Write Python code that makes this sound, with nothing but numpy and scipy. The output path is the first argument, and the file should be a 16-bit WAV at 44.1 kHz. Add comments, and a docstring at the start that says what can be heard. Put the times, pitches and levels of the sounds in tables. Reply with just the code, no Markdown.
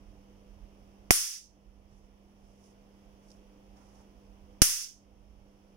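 """From the start a mains bug zapper hums on a workshop bench, over steady filtered noise and a low rumble.
At 1.1 s its high-voltage grid arcs over to a screwdriver: one crack, made of delayed impulses, decaying
noise and damped sines, overloads the close microphone and rings through the room; the limiter ducks and recovers.
From about 1.9 to 4 s the hand bumps dully, a sleeve rustles faintly (shaped noise) as the tool is moved,
and the tool ticks (resonant noise bursts). At 4.6 s the grid arcs a second time."""
import sys
import numpy as np
from scipy import signal
from scipy.fft import rfft, irfft
from scipy.io import wavfile
from scipy.ndimage import uniform_filter1d, minimum_filter1d

SR = 44100
rng = np.random.default_rng(int(sys.argv[2]) if len(sys.argv) > 2 else 0)


def bounce(signal):
    """Save signal as a 16-bit WAV file at the path given by the first command-line argument."""
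    frames = np.transpose(np.atleast_2d(signal))
    limited = np.clip(frames, -1, 1)
    pcm = np.round(limited * 32767).astype(np.int16)
    wavfile.write(sys.argv[1], SR, pcm)


N = 254080
TIME = np.arange(N) / SR  # seconds
MAINS_HZ = 49.9
TILT_PIVOT_HZ = 497  # the tilt of the spark's body turns about this frequency
CUTOFF_HZ = 15800  # top of the recorded band

# workshop air, relative spectrum: frequency_hz, density_db (per Hz)
AIR_SPECTRUM = [(30, -1), (100, 1), (200, -1.5), (300, 1), (420, -1), (650, -2.5), (1000, -8.5),
                (1600, -18.5), (3100, -15.5), (3900, -22.5), (5500, -29.5), (8000, -37.5), (15000, -34)]
# correlation of the air noise between the ports: frequency_hz, likeness (1 = identical)
AIR_LIKENESS = [(60, 1), (290, 0.99), (640, .55), (1400, 0.028), (15000, 0.23)]
# swells of the low rumble: centre_s, spread_s, rise_db (over the resting level)
RUMBLE_SWELLS = [(.1, .08, 8), (.6, .075, 9.5), (1.02, .06, 4.5), (1.846, .2, 10), (2.434, .05, 7.5),
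                 (3.35, .08, 2), (4.423, .1, 6), (5.32, 0.15, 8.5)]
# ballast and transformer hum: mains_multiple, level_db (relative sine amplitude), waver_db
HUM_LINES = [(2, -75.5, 4), (4, -59, 0.5), (6, -70.5, 4), (8, -82.5, 4.5), (10, -71.5, 4)]
# soft bumps of the hand: centre_s, level_db (rms at the top, before the port balance)
HAND_BUMPS = [(1.93, -59.5), (2.04, -63)]
# sleeve strokes: centre_s, spread_s, hiss_db, scuff_db (both relative)
SLEEVE_STROKES = [(1.98, 0.022, -75, -83), (2.497, 0.081, -77, -84), (2.668, 0.041, -69.5, -85),
                  (3.306, 0.054, -73.5, -71), (3.794, 0.032, -83.5, -61), (3.867, 0.021, -78, -70),
                  (3.97, 0.059, -76, -63)]
# small ticks of the tool in the hand: start_s, level_db (relative)
TOOL_TICKS = [(2.459, -67), (2.64, -58), (3.285, -58), (3.303, -50.5), (3.316, -50), (3.768, -60),
              (3.956, -63)]
# paths from gap to microphone, direct and off case and bench: delay_s, level_db (relative)
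SPARK_PATHS = [(0, -10), (.0007, -11.5), (.0033, -13.5), (.0043, -17), (0.0127, -20), (0.0203, -25)]
# low body of the crack: pitch_hz, left_db, right_db (both relative), t60_s; pitch before the spark's factor
SPARK_BODY = [(123.4, -21, -20, 0.0092), (343.2, -5, -17, 0.012), (685, -20.5, -10, 0.018),
              (1040, -8.5, -23, 0.0044), (1990, -11, -2.5, .004)]
# room answer to a spark, relative spectrum: frequency_hz, density_db (per Hz)
ROOM_SPECTRUM = [(150, -13.5), (500, -15), (850, -15.5), (1300, -2.5), (2500, -1), (4000, 1), (6000, -1.5),
                 (10000, 2), (15000, -1)]
# time for the room to decay by 60 dB: frequency_hz, t60_s
ROOM_DECAY = [(150, 0.2), (1500, 0.22), (6000, 0.26), (10000, 0.21), (15000, 0.215)]
# sparks, whose body depends on where the arc strikes:
# start_s, strength_db, room_db, body_db, pitch_factor, tilt_db (per octave), push_db
SPARKS = [(1.107, 56, 2.5, 4.5, 1.06, 4.27, -1), (4.618, 53, -1, -4, 0.87, -5.8, -1.5)]
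# resonances of the two microphone ports: frequency_hz, width_hz, level_db
LEFT_PORT = [(5600, 1400, -3), (9670, 850, 12)]
RIGHT_PORT = [(5390, 540, 9.4), (5980, 750, 11.5)]
# antiresonance shared by both ports: frequency_hz, width_hz, depth (0 to 1)
PORT_DIP = (3950, 1700, 0.57)
# stages in which the limiter lets go: share (of the overshoot in dB), rate_db_per_s
LIMITER_RELEASE = [(0.95, 169), (0.39, 40), (0.098, 3)]


def from_db(db):
    """Logarithmic level: 20 dB is a factor of ten in amplitude."""
    return 10 ** (np.asarray(db) / 20)


def rms_one(x):
    """Normalisation to unit root-mean-square amplitude."""
    return x / np.sqrt(np.mean(x ** 2) + 1e-20)


def at_hz(points, hz):
    """Linear interpolation along a logarithmic frequency axis."""
    frequency, value = np.transpose(points)
    return np.interp(np.log(np.maximum(hz, 1)), np.log(frequency), value)


def cut(x, hz, kind, order=2):
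    """Causal Butterworth filtering: a maximally flat passband."""
    sections = signal.butter(order, np.minimum(hz, .49 * SR), kind, fs=SR, output="sos")
    return signal.sosfilt(sections, x + 1e-18)


def resonate(x, hz, width):
    """Two-pole resonance with unit gain at its peak; a narrower width rings longer."""
    radius = np.exp(-np.pi * width / SR)
    zeros = (1 - radius * radius) / 2 * np.array([1, 0, -1])
    poles = [1, -2 * radius * np.cos(2 * np.pi * hz / SR), radius * radius]
    return signal.lfilter(zeros, poles, x)


def drift(rate):
    """Slow random modulation: normal values joined by straight lines, rate of them a second."""
    knots = rng.standard_normal(size=1000)
    return np.interp(TIME * rate, np.arange(len(knots)), knots)


def swell(centre_s, spread_s):
    """Gaussian envelope: a smooth rise and fall of height 1."""
    return np.exp(-.5 * ((TIME - centre_s) / spread_s) ** 2)


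def decay(age, t60):
    """Exponential decay that falls 60 dB in t60 seconds."""
    return np.exp(-np.log(1000) * age / t60)


def add(out, start_s, sound):
    """Superposition: a sound is summed in from its start time."""
    start = int(round(start_s * SR))
    out[..., start:start + sound.shape[-1]] += sound[..., :N - start]


def air(level_db=-61, left_db=-2.0):
    """Partial coherence: steady workshop noise is closely alike at both ports in the bass only."""
    hz = np.arange(N // 2 + 1) * SR / N
    mid, side = rfft(rng.standard_normal((2, N))) * from_db(at_hz(AIR_SPECTRUM, hz))
    alike = at_hz(AIR_LIKENESS, hz)
    # the side part enters the ports with opposite signs
    spectrum = np.sqrt(1 + alike) * mid + np.sqrt(1 - alike) * side * [[1], [-1]]
    return from_db(level_db) * rms_one(irfft(spectrum, N)) * from_db([[left_db], [0]])


def rumble(rest_db=-62, waver_db=-0.5, wavers_per_s=5, hz=46, width_hz=16, top_hz=85):
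    """Noise through one deep resonance, mostly on the right; it wavers about rest and sometimes swells."""
    swells_db = sum(db * swell(s, spread) for s, spread, db in RUMBLE_SWELLS)
    level_db = rest_db + waver_db * drift(wavers_per_s) + swells_db
    noise = rms_one(cut(resonate(rng.standard_normal(N), hz, width_hz), top_hz, "low"))
    return noise * from_db(level_db) * from_db([[-8], [3.5]])


def hum():
    """Iron cores buzz at even multiples of the mains, the fourth strongest; the weaker lines waver."""
    lines = 0
    for multiple, db, waver_db in HUM_LINES:
        phase = 2 * np.pi * (multiple * MAINS_HZ * TIME + rng.random())
        lines = lines + from_db(db + waver_db * drift(16)) * np.sin(phase)
    return lines * from_db([[-2], [1.5]])


def bumps(hz=115, width_hz=90, spread_s=0.029):
    """Resonant low noise in short envelopes: dull knocks of the hand that holds the microphone."""
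    level = sum(from_db(db) * swell(s, spread_s) for s, db in HAND_BUMPS)
    return level * rms_one(resonate(rng.standard_normal(N), hz, width_hz)) * from_db([[-6], [0]])


def from_right(x, lag_s=.00027):
    """Interaural-style delay: a sound from the right reaches the left port a little later."""
    return np.array([np.roll(x[0], int(round(lag_s * SR))), x[1]])


def sleeve(grain_db=1.5, cloth_db=-4, low_hz=3200, high_hz=8000, scuff_hz=850, scuff_width_hz=300):
    """Friction noise: cloth rubs in short grainy strokes, a hiss over a dull scuff."""
    hiss, scuff, grain = 0, 0, from_db(grain_db * drift(65))
    for s, spread, hiss_db, scuff_db in SLEEVE_STROKES:
        stroke = from_db(cloth_db) * grain * swell(s, spread)
        hiss = hiss + from_db(hiss_db) * stroke
        scuff = scuff + from_db(scuff_db) * stroke
    bright = rms_one(cut(rng.standard_normal((2, N)), [low_hz, high_hz], "band", order=1))
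    dull = rms_one(resonate(rng.standard_normal((2, N)), scuff_hz, scuff_width_hz))
    return (hiss * bright + scuff * dull) * from_db([[-2.5], [0]])


def ticks(level_db=-10, fall_s=0.0042, hz=4500, width_hz=1500):
    """Broad resonance under a fast exponential fall: the screwdriver ticks in the hand."""
    level = np.zeros(N)
    for s, db in TOOL_TICKS:
        add(level, s, from_db(db + level_db) * np.exp(-TIME[:SR // 10] / fall_s))
    return level * rms_one(resonate(rng.standard_normal((2, N)), hz, width_hz)) * from_db([[-2.5], [0]])


def room_tail(age, build_s=.002, patchy_db=0.64, patches_per_s=70):
    """Diffuse reverberation, unrelated at the ports: each third of an octave clumps and decays on its own."""
    edges = np.geomspace(100, 17000, 23)
    white, tail, power = rng.standard_normal((2, 2, len(age))), 0, 0
    for k, (low, high) in enumerate(zip(edges, edges[1:])):
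        hz = np.sqrt(low * high)
        # neighbouring bands take turns between two independent noises
        band = from_db(at_hz(ROOM_SPECTRUM, hz)) * cut(white[k % 2], [low, high], "band")
        clumps = from_db(patchy_db * drift(patches_per_s)[:len(age)])
        tail = tail + band * clumps * decay(age, at_hz(ROOM_DECAY, hz))
        power += np.mean(band ** 2)
    return tail / np.sqrt(power) * (1 - np.exp(-age / build_s))


def push(age, fall_s=0.0018, rise_s=0.0013):
    """Blast pressure displaces the diaphragm off centre for a moment, mainly the right one."""
    return -np.exp(-age / fall_s) * (1 - np.exp(-age / rise_s)) * from_db([[-20], [0]])


def body(age, pitch_factor, tilt_db, rise_s=.0004):
    """Modal synthesis: a few heavily damped low rings, opposed at the two ports."""
    rings = 0
    for hz, left_db, right_db, t60 in SPARK_BODY:
        level_db = np.array([[left_db], [right_db]]) + tilt_db * np.log2(hz / TILT_PIVOT_HZ)
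        rings = rings + from_db(level_db) * np.sin(2 * np.pi * pitch_factor * hz * age) * decay(age, t60)
    return rings * [[1], [-1]] * (1 - np.exp(-age / rise_s))


def crack(age, shock_db=7, scatter_db=-13, scatter_t60=0.037, low_hz=1150, high_hz=11000):
    """Multipath: a shock front arrives along a few paths, smeared by scatter off grid wires and clutter."""
    front = np.zeros(len(age))
    for delay_s, db in SPARK_PATHS:
        front[int(delay_s * SR)] += from_db(db + shock_db)
    scatter = rng.standard_normal((2, len(age))) * from_db(scatter_db) * decay(age, scatter_t60)
    # the tiny arc radiates little bass, and its front has a finite rise time
    return cut(cut(front + scatter, low_hz, "high"), high_hz, "low", order=1)


def sparks(tail_db=-28):
    """Capacitive discharge: the grid capacitor dumps its charge in a single arc."""
    out, age = np.zeros((2, N)), np.arange(SR) / SR
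    for s, db, room_db, body_db, pitch_factor, tilt_db, push_db in SPARKS:
        thump = from_db(body_db) * body(age, pitch_factor, tilt_db) + from_db(push_db) * push(age)
        echo = from_db(tail_db + room_db) * room_tail(age)
        add(out, s, from_db(db) * (crack(age) + thump + echo))
    return out


def scene():
    """Linear superposition of everything that reaches the microphone."""
    return from_right(air() + rumble() + hum() + bumps()) + sleeve() + ticks() + sparks()


def port(x, modes):
    """Cavity resonance: a microphone's sound hole adds treble peaks, with a dip below them."""
    dip_hz, dip_width_hz, depth = PORT_DIP
    x = x + sum(from_db(db) * resonate(x, hz, width) for hz, width, db in modes)
    return x - depth * resonate(x, dip_hz, dip_width_hz)


def limiter(x):
    """Gain drops just ahead of a peak over full scale; most returns fast, drawing out the echo, the rest slowly."""
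    over_db = np.maximum(20 * np.log10(np.abs(x).max(axis=0) + 1e-9), 0)
    # each stage holds its share of the overshoot and lets go at a constant rate
    held_db = [np.maximum.accumulate(share * over_db + rate * TIME) - rate * TIME
               for share, rate in LIMITER_RELEASE]
    gain_db = -np.max(held_db, axis=0)
    # the centred windows (in samples) give the look-ahead and round off the steps
    return x * from_db(uniform_filter1d(minimum_filter1d(gain_db, size=129), size=65))


def record(dry, hiss_db=-84, overload_db=61):
    """Transducer chain: port resonances, self-noise, overload, limiter, blocked DC and a cut top."""
    x = np.array([port(dry[0], LEFT_PORT), port(dry[1], RIGHT_PORT)])
    x = x + from_db(hiss_db) * rng.standard_normal((2, N))
    ceiling = from_db(overload_db)
    x = limiter(ceiling * np.tanh(x / ceiling))
    x = cut(x, 1.8, "high", order=1)
    return cut(np.clip(x, -1, 1), CUTOFF_HZ, "low", order=20)


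dry = scene()
out = record(dry)
bounce(out)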